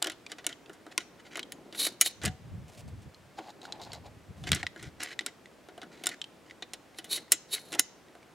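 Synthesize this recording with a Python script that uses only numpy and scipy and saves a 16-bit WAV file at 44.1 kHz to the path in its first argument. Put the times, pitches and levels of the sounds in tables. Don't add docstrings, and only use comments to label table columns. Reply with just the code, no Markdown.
import sys
import numpy as np
from scipy import signal
from scipy.fft import rfft, irfft, next_fast_len
from scipy.io import wavfile
from scipy.ndimage import map_coordinates

SR = 44100
rng = np.random.default_rng(int(sys.argv[2]) if len(sys.argv) > 2 else 0)


def unload_wav(signal):
    wavfile.write(
        sys.argv[1],
        SR,
        np.round(np.clip(np.atleast_2d(signal).T, -1, 1) * 32767).astype(np.int16),
    )


N = 367791
TIME = np.arange(N) / SR
AGE = np.arange(SR // 2) / SR


def amp(db):
    return 10 ** (np.asarray(db) / 20)


def unit(x):
    return x / np.sqrt(np.mean(x ** 2) + 1e-20)


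def unit_attack(x, count=353):
    return x / np.sqrt(np.mean(x[:count] ** 2) + 1e-20)


def along(points, hz):
    f, v = np.transpose(points)
    return np.interp(np.log(hz + 1), np.log(f + 1), v)


def swell(rows):
    return amp(np.interp(TIME, *np.transpose(rows), left=-120, right=-120))


def wobble(rate):
    return map_coordinates(rng.standard_normal(4096), [TIME * rate], mode="wrap")


def peaks(resonances, hz, base_db):
    power = amp(base_db) ** 2
    for f, width, db in resonances:
        power = power + amp(db) ** 2 / (1 + (2 * (hz - f) / width) ** 2)
    return np.sqrt(power)


def coloured(x, gain):
    n = x.shape[-1]
    m = 2 * next_fast_len(n // 2 + 2048)
    cepstrum = irfft(np.log(gain(np.fft.rfftfreq(m, 1 / SR)) + 1e-6))
    cepstrum[1:m // 2] *= 2
    cepstrum[m // 2 + 1:] = 0
    return irfft(rfft(x, m) * np.exp(rfft(cepstrum)), m)[..., :n]


def add(track, s, sound):
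    part = track[max(round(s * SR), 0):][:len(sound)]
    part += sound[:len(part)]


def wide(spectrum, side_db):
    mid, side = coloured(rng.standard_normal((2, N)), lambda hz: amp(along(spectrum, hz)))
    return unit(np.array([mid + amp(side_db) * side, mid - amp(side_db) * side]))


def puff(s, width):
    return 1 / np.cosh(np.clip((TIME - s) / width, -20, 20))


# (frequency [Hz], level per Hz [dB])
AIR_TONE = [(20, -28), (60, -5), (150, -1.5), (300, -11), (550, -2.5), (1000, -7.5), (2000, -10),
            (4000, -17), (8000, -22), (12000, -28), (16000, -32)]
BREEZE_TONE = [(60, -24), (180, 1.5), (330, 5), (800, -7), (1500, -17.5), (4000, -52.5)]
# (frequency [Hz], level per Hz [dB])
RUMBLE_TONE = [(20, -24), (45, -16), (75, -1), (110, 0), (175, -5), (280, -18.5), (600, -46), (2000, -85)]
# (time [s], level [dB])
BREEZE_LEVELS = [(0.0, -62), (0.16, -59), (1.28, -58), (1.67, -58.5), (2.23, -61), (2.72, -60),
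                 (3.23, -63.5), (3.74, -53.5), (4.32, -63), (4.6, -58.5), (5.41, -60.5), (5.8, -59),
                 (8.34, -61)]
# (peak time [s], width [s], level [dB])
GUSTS = [(2.271, 0.026, -33.5), (2.551, 0.059, -38.5), (2.795, 0.017, -47.5), (2.865, 0.018, -38.5),
         (2.961, 0.036, -41.5), (3.07, 0.015, -44.5), (3.241, 0.069, -59.5), (4.01, 0.13, -52),
         (4.175, 0.0081, -49), (4.306, 0.01, -39), (4.445, .035, -40.5), (4.525, 0.018, -30.5),
         (4.61, 0.045, -46), (4.825, 0.013, -48.5), (4.875, 0.014, -43.5), (4.96, 0.038, -56.5)]


def outdoors(air_db=-60, gust_trim_db=-1):
    air = amp(air_db) * wide(AIR_TONE, side_db=-9.5)
    breeze = swell(BREEZE_LEVELS) * amp(wobble(17)) * wide(BREEZE_TONE, side_db=-7)
    gust_power = sum((amp(db) * puff(s, width)) ** 2 for s, width, db in GUSTS)
    gusts = np.sqrt(gust_power) * wide(RUMBLE_TONE, side_db=-8)
    return air + breeze + amp(gust_trim_db) * gusts


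def burst(t60, shock_db=4, shock_s=0.00053, rise_s=0.00014, size=4096):
    t = AGE[:size]
    fading = amp(-60 * t / t60) + amp(shock_db) * np.exp(-t / shock_s)
    return rng.standard_normal(size) * fading * (1 - np.exp(-t / rise_s))


# (frequency [Hz], width [Hz], level [dB])
RECEIVER_MODES = [(310, 90, 5), (720, 54, 7), (1443, 57, 4.5), (2000, 310, 5.5), (2253, 300, -14.5),
                  (3004, 250, 1.5), (3520, 130, -6.5), (3970, 310, 0.5), (4630, 130, -4.5),
                  (5680, 110, -6.5), (7250, 400, -3.5), (8240, 400, -12), (9766, 1000, -17.5)]


def struck(spectrum, scatter_db=2, ripple_db=3, ripple_hz=130):
    modes = [(hz, width, db + scatter_db * rng.standard_normal()) for hz, width, db in RECEIVER_MODES]
    thicket = ripple_db * rng.standard_normal(400)

    def gain(hz):
        ripple = np.interp(hz / ripple_hz, np.arange(len(thicket)), thicket)
        return amp(along(spectrum, hz) + ripple) * peaks(modes, hz, base_db=-4.5)
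    return gain


# (frequency [Hz], level per Hz [dB])
KNOCK_TONE = [(100, -38.5), (220, -11.5), (320, 3), (600, -1.5), (1000, -8.5), (1600, -5), (4000, -61)]
CLACK_TONE = [(500, -47), (1050, -5.5), (1650, -4.5), (3500, 3), (5000, -3.5), (6500, -6), (10000, -47)]


def blow(knock_db, clack_db, crack_db, t60, crack_tone):
    knock = unit_attack(coloured(burst(t60 * 1.876), struck(KNOCK_TONE)))
    clack = unit_attack(coloured(burst(t60 * 1.2), struck(CLACK_TONE)))
    crack = unit_attack(coloured(burst(t60 * 0.62), struck(crack_tone)))
    return amp(knock_db) * knock + amp(clack_db) * clack + amp(crack_db) * crack


# (frequency [Hz], level per Hz [dB])
CRACK_TONE = [(2500, -41), (5000, -1), (7000, 1.5), (10000, 0), (12000, -8.5), (16000, -20)]
# (time [s], knock level [dB])
DULL_KNOCKS = [(0.0195, -38.5), (0.0595, -37), (0.075, -39.5), (0.6954, -45), (0.865, -47), (1.377, -40.5),
               (1.868, -40.5), (2.24, -35.5), (3.389, -45), (4.501, -47), (4.632, -40), (4.7612, -45.5),
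               (5.0046, -50), (5.6866, -49), (5.7779, -44), (5.831, -44.5), (7.754, -41), (8.152, -51.5)]
# (time [s], clack level [dB], crack above the clack [dB])
PORT_CLICKS = [(0.0249, -29, 2), (0.0439, -32, -7), (0.0703, -33.5, -5), (0.0983, -37.5, -5),
               (0.118, -46.5, -5), (0.3178, -39.5, -4.5), (0.3841, -46.5, -10.5), (0.4435, -47.5, -11),
               (0.4659, -31, 4), (0.491, -45, -4), (0.7313, -63, 4.5), (0.9782, -26, -2),
               (1.3559, -36, -13), (1.371, -42.5, -0.5), (1.3933, -35, -11), (1.7256, -47.5, -10),
               (1.748, -44, -11), (2.0608, -33.5, 2), (2.216, -47, -11), (2.2355, -45, 3),
               (2.2514, -34, -0.5), (2.2575, -34.5, 4), (2.275, -51, 1), (3.932, -44, -2),
               (4.4384, -45.5, -10), (4.5177, -22, -3.5), (4.53, -26, -19), (4.548, -42, 9.5),
               (4.559, -38.5, -10), (4.827, -48.5, 0), (5.0326, -43, 8), (5.046, -47, -7),
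               (5.2085, -43.5, -14), (5.2625, -35, 2), (5.6867, -59, -26.5), (5.8163, -46, -13),
               (6.0585, -39, 1.5), (6.0687, -28.5, 3.5), (6.09, -40, -1), (6.6234, -37.5, -17),
               (6.7345, -40.5, 0.5), (6.9861, -39.5, -4.5), (7.7205, -44.5, -3), (7.728, -38.5, -2),
               (7.738, -37, -6), (7.7485, -40, -2.5)]
CLICK_DB, CLICK_T60_S, HALVING_DB = -42, 0.049, 14.5
BODY_DB, BODY_FOLLOWS = -48.5, 0.47


def clicks_and_knocks(dull_clack_db=-9, dull_crack_db=-16, dull_t60=0.039):
    out = np.zeros(N)
    for s, db, bright_db in PORT_CLICKS:
        firm_db = db - CLICK_DB
        body_db = BODY_DB + BODY_FOLLOWS * firm_db
        t60 = CLICK_T60_S * 2 ** (-firm_db / HALVING_DB)
        add(out, s, blow(body_db, db, db + bright_db, t60, CRACK_TONE))
    for s, db in DULL_KNOCKS:
        add(out, s, blow(db, db + dull_clack_db, db + dull_crack_db, dull_t60, CRACK_TONE))
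    return out


def pressure(t, length, rise_s, fall_s):
    before = np.maximum(-t, 0) / rise_s
    after = np.maximum(t - length, 0) / fall_s
    return np.exp(-np.minimum(before + after, 20))


def strokes(rows, rise_s, fall_s):
    return np.sqrt(sum((amp(db) * pressure(TIME - s, length, rise_s, fall_s)) ** 2 for s, length, db in rows))


def friction(slips_per_s, smooth_db, clump_db, clumps_per_s=160):
    slips = (rng.random(N) < slips_per_s / SR) * rng.standard_normal(N)
    hiss = amp(smooth_db) * rng.standard_normal(N)
    return (unit(slips) + hiss) * amp(clump_db * np.tanh(wobble(clumps_per_s)))


# (frequency [Hz], level per Hz [dB])
RUB_TONE = [(120, -40), (300, -3), (1000, -5.5), (1700, 2.5), (3500, -1.5), (6000, -3), (10000, -14),
            (16000, -29.5)]
# (time [s], length [s], level [dB])
RUBS = [(0.052, 0.035, -46), (0.301, 0.033, -52), (0.481, 0.053, -51.5), (0.917, 0.01, -49),
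        (0.988, 0.035, -47), (1.198, .007, -53.5), (1.254, .022, -52), (1.316, 0.033, -51),
        (1.375, 0.011, -54), (1.866, 0.0094, -38), (2.232, 0.05, -37), (4.472, 0.021, -36),
        (4.522, 0.047, -38), (4.575, 0.04, -46.5), (4.779, 0.11, -52.5), (5.005, 0.029, -38.5),
        (5.048, 0.088, -45.5), (5.279, 0.019, -50.5), (5.92, 0.13, -58.5), (6.084, 0.061, -48),
        (6.462, 0.059, -62), (7.176, .014, -44), (7.529, 0.055, -47.5), (7.732, 0.01, -47),
        (7.794, 0.0039, -30)]


def scraping(size=11025, lead_s=0.02):
    out = np.zeros(N)
    grit = friction(2200, smooth_db=-3.5, clump_db=4.5)
    for s, length, db in RUBS:
        piece = np.roll(grit, -round(s * SR))[:size]
        scrape = unit(coloured(piece, struck(RUB_TONE)))
        push = pressure(AGE[:size] - lead_s, length, rise_s=0.0044, fall_s=0.0056)
        add(out, s - lead_s, amp(db) * scrape * push)
    return out


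# (time [s], level [dB], ring [Hz])
HULL_TAPS = [(0.2644, -42.5, 2390), (0.5272, -44, 3100), (0.66, -52.5, 2660), (1.4295, -39.5, 3170),
             (3.145, -55.5, 4180), (3.6164, -48.5, 3900), (3.653, -46, 1460), (3.7233, -37, 4060),
             (3.799, -56, 3640), (3.9187, -44, 4470), (4.6297, -33.5, 1880), (4.6668, -31, 1950),
             (5.191, -28, 1960), (5.4575, -51.5, 1960), (6.2156, -34, 3150), (6.2416, -43.5, 3120),
             (6.498, -55, 2080), (6.5098, -47.5, 1990), (6.946, -58.5, 2040), (7.281, -60.5, 1930),
             (8.084, -62, 1920), (8.229, -60, 2290)]


def hulls(ring_t60=0.022, tick_t60=0.027, tick_db=-3.0, ring_db=-2.0, soft_hz=9000):
    out = np.zeros(N)
    for s, db, hz in HULL_TAPS:
        note = np.sin(2 * np.pi * hz * AGE) * amp(-60 * AGE / ring_t60) * (1 - np.exp(-AGE / 0.0004))
        note = unit_attack(note)
        modes = [(hz * 1.08, hz * 0.24, -2), (3600, 900, -2), (7400, 1800, -12)]

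        def shell(f):
            body = peaks(modes, f, base_db=-45) * f / (f + 500)
            return body / (1 + (f / soft_hz) ** 4)
        tick = unit_attack(coloured(burst(tick_t60), shell))
        add(out, s, amp(db) * (amp(ring_db) * note[:len(tick)] + amp(tick_db) * tick))
    return out


# (time [s], length [s], level [dB])
MAT_PRESSES = [(1.45, 0.5, -55), (5.85, 0.3, -59), (7.08, 0.13, -54), (7.68, .12, -54.5)]


def mat():
    grit = friction(900, smooth_db=0.5, clump_db=5, clumps_per_s=88)
    rustle = unit(coloured(grit, lambda hz: amp(along(BREEZE_TONE, hz))))
    return rustle * strokes(MAT_PRESSES, rise_s=0.043, fall_s=0.028)


# (frequency [Hz], level per Hz [dB])
SNAP_TONE = [(2500, -40.5), (5000, -6.5), (7000, -3), (10000, -2.5), (12000, -6), (14000, -11),
             (16000, -14.5)]
# (frequency [Hz], level per Hz [dB])
SLIDE_TONE = [(120, -42.5), (300, -4), (1000, -10.5), (2000, -3.5), (4000, 0), (6000, 0.5), (9000, -2.5),
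              (11000, -7), (12700, -14), (14000, -6.5), (16000, -12)]
# (frequency [Hz], level [dB], fade by 60 dB [s])
STEEL_MODES = [(2023, -17.5, .08), (2970, -12.5, 0.046), (3960, -18, 0.096), (5350, -6.5, 0.039),
               (6060, -45.5, 0.27), (6256, -37, .4), (6300, -42, .3), (6720, -8.5, .09),
               (7500, -10.5, 0.082), (9130, 3.5, 0.032), (9400, -19, .05), (9600, -12.5, 0.056),
               (10350, -1.5, 0.039), (11400, -20, .06)]
# (time [s], knock level [dB], clack level [dB], crack level [dB], base decay [s])
LATCH_BLOWS = [(1.521, -57, -41.5, -43, 0.03), (2.0115, -41.5, -22.5, -14.5, 0.056),
               (6.0373, -45.5, -38.5, -45, 0.038), (7.0433, -56.5, -46, -48.5, 0.09),
               (7.3197, -43, -24.5, -15, 0.054), (7.7944, -37.5, -25, -17.5, 0.022)]


def latch(ring_db=-5.0, blow_db=-1, drag_db=-23, drag_s=.004, rattle_s=.003):
    out = np.zeros(N)
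    for s, knock_db, clack_db, crack_db, t60 in LATCH_BLOWS:
        ring = np.zeros(len(AGE))
        for hz, db, life in STEEL_MODES:
            jitter = rattle_s / life * np.cumsum(rng.standard_normal(len(AGE)))
            phase = 2 * np.pi * rng.random() + jitter
            fading = amp(db + rng.normal(0, 2.1) - 60 * AGE / life)
            ring += fading * np.sin(2 * np.pi * hz * AGE + phase)
        ring = unit_attack(ring * (1 - np.exp(-AGE / 0.00046)))
        add(out, s, amp(crack_db + ring_db) * ring)
        add(out, s, amp(blow_db) * blow(knock_db, clack_db, crack_db, t60, SNAP_TONE))
        drag = unit(coloured(rng.standard_normal(len(AGE)), lambda hz: amp(along(SLIDE_TONE, hz))))
        growing = np.exp(-AGE[::-1] / drag_s)
        add(out, s - len(AGE) / SR, amp(crack_db + drag_db) * drag * growing)
    return out


# (frequency [Hz], width [Hz], level [dB])
SPRING_MODES = [(3080, 160, -5), (3790, 130, 2.5), (4300, 110, 2), (7040, 320, -9), (7700, 220, -11),
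                (10650, 310, -2.5), (11150, 720, 4)]
# (time [s], length [s], level [dB])
SLIDES = [(1.755, 0.047, -47), (1.8, 0.071, -29), (2.061, 0.02, -31.5), (6.984, .007, -50.5),
          (7.122, 0.021, -29), (7.158, 0.013, -33), (7.539, .011, -27.5), (7.57, 0.18, -59)]


def sliding(coil_db=3, coil_hz=70, drag_db=-12, drag_hz=9000):
    coils = coil_db * rng.standard_normal(600)

    def spring(hz, base_db):
        ripple = np.interp(hz / coil_hz, np.arange(len(coils)), coils)
        return peaks(SPRING_MODES, hz, base_db) * amp(along(SLIDE_TONE, hz) + ripple)

    rasp_grit = friction(3990, smooth_db=2.5, clump_db=4.0)
    rasp = unit(coloured(rasp_grit, lambda hz: spring(hz, base_db=-15)))
    drag_grit = friction(2500, smooth_db=0, clump_db=5)
    drag = unit(coloured(drag_grit, lambda hz: spring(hz, base_db=-6) / (1 + (hz / drag_hz) ** 2)))
    shoves = strokes(SLIDES, rise_s=0.01, fall_s=0.006)
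    longer_shoves = strokes(SLIDES, rise_s=0.015, fall_s=.028)
    return rasp * shoves + amp(drag_db) * drag * longer_shoves


# (time [s], thud level [dB], hollow note level [dB])
THUDS = [(2.25, -37, -41), (2.272, -35, -39), (3.388, -66, -49), (4.518, -31.5, -54.5), (4.548, -46, -66)]


def thumps(thud_t60=0.065, hollow_hz=745, hollow_t60=0.25):
    out = np.zeros(N)
    for s, db, ring_db in THUDS:
        fading_noise = rng.standard_normal(len(AGE)) * amp(-60 * AGE / thud_t60)
        thud = coloured(fading_noise, lambda hz: amp(along(RUMBLE_TONE, hz / 1.15)))
        note = amp(ring_db - 60 * AGE / hollow_t60) * np.sin(2 * np.pi * hollow_hz * AGE)
        add(out, s, amp(db) * unit_attack(thud, count=900) + note)
    return out


# (frequency [Hz], level per Hz [dB])
CLOTH_TONE = [(250, -28), (600, 3.5), (1400, -19), (2400, -10), (9000, -14.5), (16000, -30)]
CARD_TONE = [(150, -20.5), (450, -3.5), (800, 9), (1300, -10.5), (2500, -11), (4300, -18), (8000, -34),
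             (16000, -46)]
# (time [s], length [s], level [dB])
BRUSHES = [(2.682, 0.018, -59), (2.72, 0.038, -58.5), (2.775, 0.033, -53), (2.882, 0.007, -57.5),
           (3.02, 0.015, -63), (4.37, 0.086, -63.5)]
# (time [s], length [s], level of the rustle [dB])
DIGS = [(3.39, 0.0028, -34), (3.42, 0.085, -52.5), (3.63, 0.21, -54.5), (3.79, 0.19, -50),
        (4.045, 0.033, -50)]


def rummage(clink_db=-8):
    cloth_grit = friction(2000, smooth_db=-2, clump_db=2.5)
    cloth = unit(coloured(cloth_grit, lambda hz: amp(along(CLOTH_TONE, hz))))
    card_grit = friction(290, smooth_db=4.5, clump_db=7.5, clumps_per_s=70)
    rustle = unit(coloured(card_grit, lambda hz: amp(along(CARD_TONE, hz))))
    shell_modes = [(4100, 640, 6), (4950, 480, 0), (6900, 770, -1.5)]
    shell_grit = friction(240, smooth_db=1, clump_db=13.5, clumps_per_s=45)
    clinks = unit(coloured(shell_grit, lambda hz: peaks(shell_modes, hz, base_db=-34)))
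    brushing = cloth * strokes(BRUSHES, rise_s=0.0031, fall_s=0.0096)
    digging = strokes(DIGS, rise_s=.008, fall_s=0.0085) * (rustle + amp(clink_db) * clinks)
    return brushing + digging


# (frequency [Hz], fade by 60 dB [s])
SHELTER_DECAY = [(200, 0.11), (2000, 0.4), (6000, 0.51), (10000, .13), (14000, .09)]


def shelter(x, side_db=-1, delay_s=0.0023):
    hz, t, z = signal.stft(rng.standard_normal((2, SR // 2)), SR, nperseg=256)
    fading = amp(-60 * t / along(SHELTER_DECAY, hz)[:, None])
    tails = signal.istft(z * fading, SR, nperseg=256)[1][:, :len(AGE)]
    tails = tails * (1 - np.exp(-(AGE / delay_s) ** 2))
    tails = tails / np.linalg.norm(tails[0])
    mid, side = signal.fftconvolve(x[None], tails, axes=1)[:, :N]
    return np.array([mid + amp(side_db) * side, mid - amp(side_db) * side])


def ports(x, differ_db=-21, spread_s=0.00037, size=256):
    scatter = rng.standard_normal(size) * np.exp(-AGE[:size] / spread_s)
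    side = amp(differ_db) * signal.fftconvolve(x, scatter / np.linalg.norm(scatter))[:N]
    return np.array([x + side, x - side])


def scene():
    near = clicks_and_knocks() + scraping() + hulls() + mat() + latch() + sliding() + thumps() + rummage()
    return ports(near) + amp(-27.0) * shelter(near) + outdoors()


def record(dry, ceiling=0.98, top_hz=16000):
    held = dry / (1 + np.abs(dry / ceiling) ** 6) ** (1 / 6)
    m = next_fast_len(N + SR // 2)
    steep_cut = 1 / (1 + (np.fft.rfftfreq(m, 1 / SR) / top_hz) ** 160)
    return irfft(rfft(held, m) * steep_cut, m)[:, :N]


dry = scene()
out = record(dry)
unload_wav(out)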